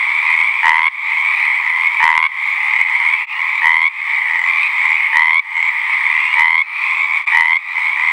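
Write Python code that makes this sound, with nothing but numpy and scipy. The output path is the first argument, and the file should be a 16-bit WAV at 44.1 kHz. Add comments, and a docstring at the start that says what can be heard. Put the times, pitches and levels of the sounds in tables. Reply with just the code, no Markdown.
"""A dense night chorus of frogs fills a pond, and one tree frog croaks six times right at the microphone.
Each croak is about 80 throat pulses a second that ring the vocal sac (the throat pouch) as pitch climbs.
Behind the frogs are a blurred wash of noise, a faint electronic whistle and a thin whine now and then.
The recorder's gain control turns the chorus down under each near croak, and the strongest pulses
overload it. Twice the level dips briefly."""
import sys
import numpy as np
from scipy import signal
from scipy.fft import rfft, irfft
from scipy.io import wavfile
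from scipy.ndimage import uniform_filter1d

SR = 44100
rng = np.random.default_rng(int(sys.argv[2]) if len(sys.argv) > 2 else 0)


def waveform_to_disk(signal):
    """Save audio, clipped to [-1, 1], as 16-bit WAV at the path in sys.argv[1]."""
    frames = np.transpose(np.atleast_2d(signal))
    scaled = np.clip(frames, -1, 1) * 32767
    samples = np.round(scaled).astype(np.int16)
    wavfile.write(sys.argv[1], SR, samples)


N = 358091

# How a croak swells. Each row: share of the croak from 0 to 1, level in dB before scaling by `swell`.
CROAK_SWELL = [(0, -19), (.11, -12.5), (.2, -7), (.34, -2.5), (.6, -3.5), (.85, -2.5), (1, -2.5)]
# A pulse's overtones. Each row: multiple of the low body tone, level in dB, ring time in milliseconds.
OVERTONES = [(3.23, -21, 1.55), (4.33, -43.5, 2.4), (5.38, -47.5, 1.5)]
# The tone colour of the whole pond. Each row: frequency in Hz, relative level in dB.
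WASH_COLOUR = [(20, -59), (40, -40), (340, -32), (650, -34.5), (870, -3.5), (1250, -5.5), (1560, -37),
               (2000, 7), (2400, -13.5), (2850, -26.5), (3400, -35), (4600, -30.5), (7000, -44.5),
               (10000, -58), (12000, -71.5)]
# Croaks a few steps away. Each row: start in seconds, level in dB, starting sac pitch in Hz.
NEIGHBOUR_CROAKS = [(-.052, -3.5, 1980), (.165, -6.5, 2190), (.228, 1.5, 2010), (1.068, -1, 2031),
                    (1.311, -2, 2002), (1.626, -0.5, 1920), (1.778, -3, 2060), (2.28, -3, 1944),
                    (2.565, 1, 1948), (2.73, -2.5, 1920), (2.9, 1, 1998), (3.141, -15, 2505),
                    (3.34, -4.5, 2050), (3.9, -6, 2020), (4.26, -.5, 1855), (4.424, -1, 2184),
                    (4.719, -1.5, 2013), (4.814, 0, 1948), (5.445, 0.5, 1967), (5.857, -4, 1903),
                    (6.009, -2, 1888), (6.079, -13.5, 2500), (6.176, -0.5, 2063), (6.702, -13.5, 2255),
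                    (6.811, -3, 2014), (7.05, -5, 2095), (7.11, -5, 2060), (7.692, -2, 1963),
                    (7.971, 1, 1950)]
# The near frog's croaks. Each row: first and last pulse in seconds, starting and ending sac pitch in Hz,
# snap level in dB, microphone place (row 0 or 1 of MIC_PLACES).
NEAR_CROAKS = [(0.6299, 0.879, 1853, 2198, -27, 0), (2.0021, 2.2636, 1850, 2220, -26, 0),
               (3.6177, 3.8775, 1870, 2223, -30.5, 1), (5.1308, 5.3927, 1850, 2234, -31.5, 1),
               (6.3567, 6.6151, 1922, 2205, -33.5, 1), (7.3213, 7.567, 1870, 2154, -30, 1)]
# The near frog from each microphone place. Each row: body tone level in dB, pulse rise in milliseconds,
# roughness from 0 to 1, overtone boost in dB.
MIC_PLACES = [(-1, 1.43, 0.21, 3), (-7.5, 2.04, 0, 3.5)]
# When the thin whine sounds. Each row: start in seconds, end in seconds.
WHINE_TIMES = [(1.165, 2.595), (4.325, 5.765)]
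# How the whine slides. Each row: share of its length from 0 to 1, pitch in Hz.
WHINE_SLIDE = [(0, 14330), (.04, 14190), (.17, 14145), (1, 14257)]
# Brief dips in level. Each row: lowest moment in seconds, fall and rise in seconds, depth in dB.
LEVEL_DIPS = [(3.262, 0.038, 0.064, -60), (7.261, 0.076, 0.012, -37)]

PULSE_MS, PACE_SPREAD = 12.45, .06  # usual pulse spacing; share by which other frogs stray from it
CLIMB = 1.14  # other frogs' ending pitch over their starting pitch
QUICK_CLIMB = 0.42  # share of the pitch climb made in the first pulses
BODY_RATIO = 0.4083  # the body tone starts at this share of the ending sac pitch
CROWD_CROAKS_PER_S = 32
CROWD_DB, WASH_DB, NEAR_DB = -18.2, -26, 18  # gains going into the mix
LEAK_DB = -31  # close up, a little bass of the near frog gets through
WHISTLE_HZ, WHISTLE_DB, WHINE_DB = 15670, -64.5, -66.5
SAC_LOW_HZ, SAC_TOP_HZ, RECORDER_TOP_HZ = 983, 10400, 15830
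DUCK_ABOVE_DB, RECOVER_DB_PER_S, BEND_DB = -11.91, 60.0, -45.5


def gain_of(db):
    """Turns decibels into a number to multiply by."""
    return 10 ** (np.asarray(db) / 20)


def evened(x):
    """Scales a sound to an average (rms) level of 1."""
    return x / np.sqrt(np.mean(x ** 2) + 1e-20)


def read(points, at):
    """Joins table rows by straight lines."""
    return np.interp(at, *np.transpose(points))


def add(mix, start_s, sound):
    """Mixes a sound into a track that begins one second early."""
    part = mix[round((start_s + 1) * SR):][:len(sound)]
    part += sound[:len(part)]


def croak(spacing_ms, start_hz, end_hz, body_db, snap_db, squeak_hz, squeak_db, swell, wobble_db,
          rise_ms, count=21, body_spread=0.063, boost_db=0, rough=0.099):
    """Throat pulses ring the sac and body; late ones are rounder, higher and lose their body tone."""
    ms = np.arange(640)[None] / SR * 1000  # time inside one pulse
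    number = np.arange(count)[:, None]  # one row for each pulse
    share = number / (count - 1)
    late = np.clip((share - .8) / 0.27, 0, 1)
    detune, loud, lag, shrill = rng.standard_normal((count, 4)).T[..., None]
    # the pitch jumps up, holds, then lifts at the end
    jump = 1 - np.exp(-share / 0.11)
    glide = QUICK_CLIMB * jump + (1 - QUICK_CLIMB) * share ** 2.15
    sac_hz = (start_hz + (end_hz - start_hz) * glide) * (1 + 0.0078 * detune)
    body_hz = BODY_RATIO * end_hz * (1 + body_spread * rng.standard_normal())
    turn = 2 * np.pi * ms / 1000  # phase of a 1 Hz tone
    body_phase = turn * body_hz * (1 + 0.064 * jump + 0.11 * share ** 4)
    noise = rng.standard_normal((count, ms.size))
    rasp = evened(signal.fftconvolve(noise, np.hanning(50)[None], "same"))
    rise = 1 - np.exp(-(ms / (rise_ms + 1.88 * late)) ** 2)
    sac_ring = rise * np.exp(-ms / (1.52 + rise_ms + 3.17 * late))
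    pulse = sac_ring * np.sin(turn * sac_hz + rough * rasp) * (1 + .05 * rasp)
    body_ring = (1 - np.exp(-ms / 0.95)) * np.exp(-ms / 5.0)
    pulse += gain_of(body_db - 6.4 * share - 4.8 * late) * body_ring * np.sin(body_phase)
    for multiple, db, ring_ms in OVERTONES:
        ring = 2 * rise * np.exp(-ms / (ring_ms + late))
        pulse += gain_of(db + boost_db) * ring * np.sin(multiple * body_phase + 0.5 * rasp)
    # a faint rough squeak and a higher companion slide down through the croak
    squeak_phase = turn * squeak_hz * (1 - 0.11 * share + .008 * shrill)
    squeak = np.sin(squeak_phase + 0.67 * rasp) + gain_of(-11.5) * np.sin(1.5 * squeak_phase)
    pulse += gain_of(squeak_db + 2.7 * shrill + 4.0 * late) * rise * np.exp(-ms / 2.63) * squeak
    # the vocal folds open with a noisy snap
    hiss = uniform_filter1d(rng.standard_normal(pulse.shape), size=4, axis=1)
    snap = signal.lfilter([1], [1, -.8], hiss)
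    pulse += gain_of(snap_db - 3.0 * share - 21.0 * late) * 2 * ms * np.exp(-ms / 0.7) * snap
    # later on, strong and weak pulses take turns
    strong = (1 - 2 * ((count - number) % 2)) * np.sin(np.pi * share ** 2)
    pulse *= gain_of(swell * read(CROAK_SWELL, share) + 0.93 * strong + wobble_db * loud)
    pulse *= np.cos(np.pi * ms / ms.max() / 2) ** .5  # fade each tail
    start_ms = number * spacing_ms + (.25 * lag - .3 * strong - 2.243 * late)
    starts = np.maximum(start_ms * SR / 1000, 0).astype(int)
    out = np.zeros(round((count * spacing_ms + 30) * SR / 1000))
    np.add.at(out, starts + np.arange(ms.size), pulse)
    return out


def pond_echoes(x, fade_s, echo_db):
    """Adds scattered echoes from banks and reeds that die down by 60 dB in fade_s seconds."""
    echoes = np.zeros(SR // 2)
    at = np.arange(200, len(echoes) - 20, 20)
    strengths = rng.choice([-1., 1.], len(at)) * gain_of(-60 * at / SR / fade_s)
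    echoes[at + rng.integers(0, 20, len(at))] = strengths
    return x + gain_of(echo_db) * signal.oaconvolve(x, echoes / np.linalg.norm(echoes))[:len(x)]


def far_crowd():
    """Many far frogs croak at random moments and pitches, smeared by echoes."""
    out = np.zeros(N + SR)
    span_s = N / SR + .5
    for when, faint, pitch, pace, high in rng.random((round(CROWD_CROAKS_PER_S * span_s), 5)):
        hz = 1830 + 400 * pitch
        spacing_ms = PULSE_MS * (1 + PACE_SPREAD * (2 * pace - 1))
        sound = croak(spacing_ms, hz, CLIMB * hz, body_db=-12.5, snap_db=-32.5,
                      squeak_hz=8000 + 2400 * high, squeak_db=-35.5,
                      swell=0.73, wobble_db=0, rise_ms=1.46)
        add(out, when * span_s - .5, gain_of(-9 * faint) * sound)
    return gain_of(CROWD_DB) * evened(pond_echoes(out, fade_s=0.94, echo_db=-7.5)[SR:])


def pond_wash():
    """The whole pond blurs into one steady noise."""
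    hz = np.fft.rfftfreq(N, 1 / SR)
    colour_db = read([(np.log(f), db) for f, db in WASH_COLOUR], np.log(hz + 1))
    spectrum = rfft(rng.standard_normal(N)) * gain_of(colour_db)
    return gain_of(WASH_DB) * evened(irfft(spectrum, N))


def neighbour_frogs():
    """Frogs a few steps away, each croak still distinct."""
    out = np.zeros(N + SR)
    quirks = rng.uniform(-1, 1, (len(NEIGHBOUR_CROAKS), 2))
    for (start, db, hz), (pace, high) in zip(NEIGHBOUR_CROAKS, quirks):
        sound = croak(PULSE_MS * (1 + PACE_SPREAD * pace), hz, CLIMB * hz, body_db=-11.5, snap_db=-28,
                      squeak_hz=8600 + 900 * high, squeak_db=-34.5, swell=0.4, wobble_db=2, rise_ms=1.77)
        add(out, start, gain_of(db) * sound)
    return pond_echoes(out, fade_s=0.22, echo_db=-9.5)[SR:]


def electronics():
    """A steady electronic whistle, and a sliding whine that comes and goes."""
    t = np.arange(N) / SR
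    out = gain_of(WHISTLE_DB) * np.sin(2 * np.pi * WHISTLE_HZ * t)
    for start, end in WHINE_TIMES:
        hz = read(WHINE_SLIDE, (t - start) / (end - start))
        on = np.clip(np.minimum(t - start, end - t) / .008, 0, 1)
        out += gain_of(WHINE_DB) * on * np.sin(2 * np.pi * np.cumsum(hz) / SR)
    return np.sqrt(2) * out


def near_frog():
    """The frog at the microphone, loud and with hardly any echo."""
    out = np.zeros(N + SR)
    for first, last, start_hz, end_hz, snap_db, place in NEAR_CROAKS:
        length_ms = (last - first) * 1000
        gaps = round(length_ms / PULSE_MS)
        body_db, rise_ms, rough, boost_db = MIC_PLACES[round(place)]
        sound = croak(length_ms / gaps, start_hz, end_hz, body_db, snap_db,
                      squeak_hz=10000, squeak_db=-37, swell=0.99, wobble_db=0.94, rise_ms=rise_ms,
                      count=gaps + 1, body_spread=0, boost_db=boost_db, rough=rough)
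        add(out, first, gain_of(NEAR_DB) * sound)
    return pond_echoes(out, fade_s=0.034, echo_db=-17.5)[SR:]


def sac_and_air(x):
    """The small sac gives off little bass, and air and skin soak up the highest treble."""
    bass_cut = signal.butter(6, SAC_LOW_HZ, "high", fs=SR, output="sos")
    treble_cut = signal.butter(4, SAC_TOP_HZ, "low", fs=SR, output="sos")
    return signal.sosfilt(np.vstack([bass_cut, treble_cut]), x)


def scene():
    """Mixes the frogs, the wash and the electronics into one channel."""
    near = near_frog()
    frogs = sac_and_air(near + neighbour_frogs() + far_crowd()) + gain_of(LEAK_DB) * near
    return (frogs + pond_wash() + electronics())[None]


def record(dry):
    """The recorder turns loud moments down, overloads on peaks and cuts the top; the level dips twice."""
    t = np.arange(N) / SR
    power = signal.oaconvolve(dry[0] ** 2, np.ones(560) / 560)[:N]
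    level_db = 10 * np.log10(abs(power) + 1e-12)
    # gain control reacts a little late, then recovers steadily
    recovery_db = RECOVER_DB_PER_S * t
    held_db = np.maximum.accumulate(level_db + recovery_db) - recovery_db
    over_db = np.maximum(held_db - DUCK_ABOVE_DB, 0)
    lag = np.exp(-1 / (0.0063 * SR))
    ducked = dry / gain_of(1.014 * signal.lfilter([1 - lag], [1, -lag], over_db))
    # the microphone bends the wave slightly, so each pulse leaves a low bump
    bumps = signal.sosfilt(signal.butter(1, 40, "high", fs=SR, output="sos"), ducked ** 2)
    out = np.clip(ducked + gain_of(BEND_DB) * bumps, -.965, .965)  # overload
    for at, fall_s, rise_s, db in LEVEL_DIPS:
        out *= np.interp(t, [at - fall_s, at, at + rise_s], [1, gain_of(db), 1])
    treble_cut = signal.firwin(511, RECORDER_TOP_HZ, window=("kaiser", 9), fs=SR)
    return signal.oaconvolve(out, treble_cut[None], "same")


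dry = scene()
out = record(dry)
waveform_to_disk(out)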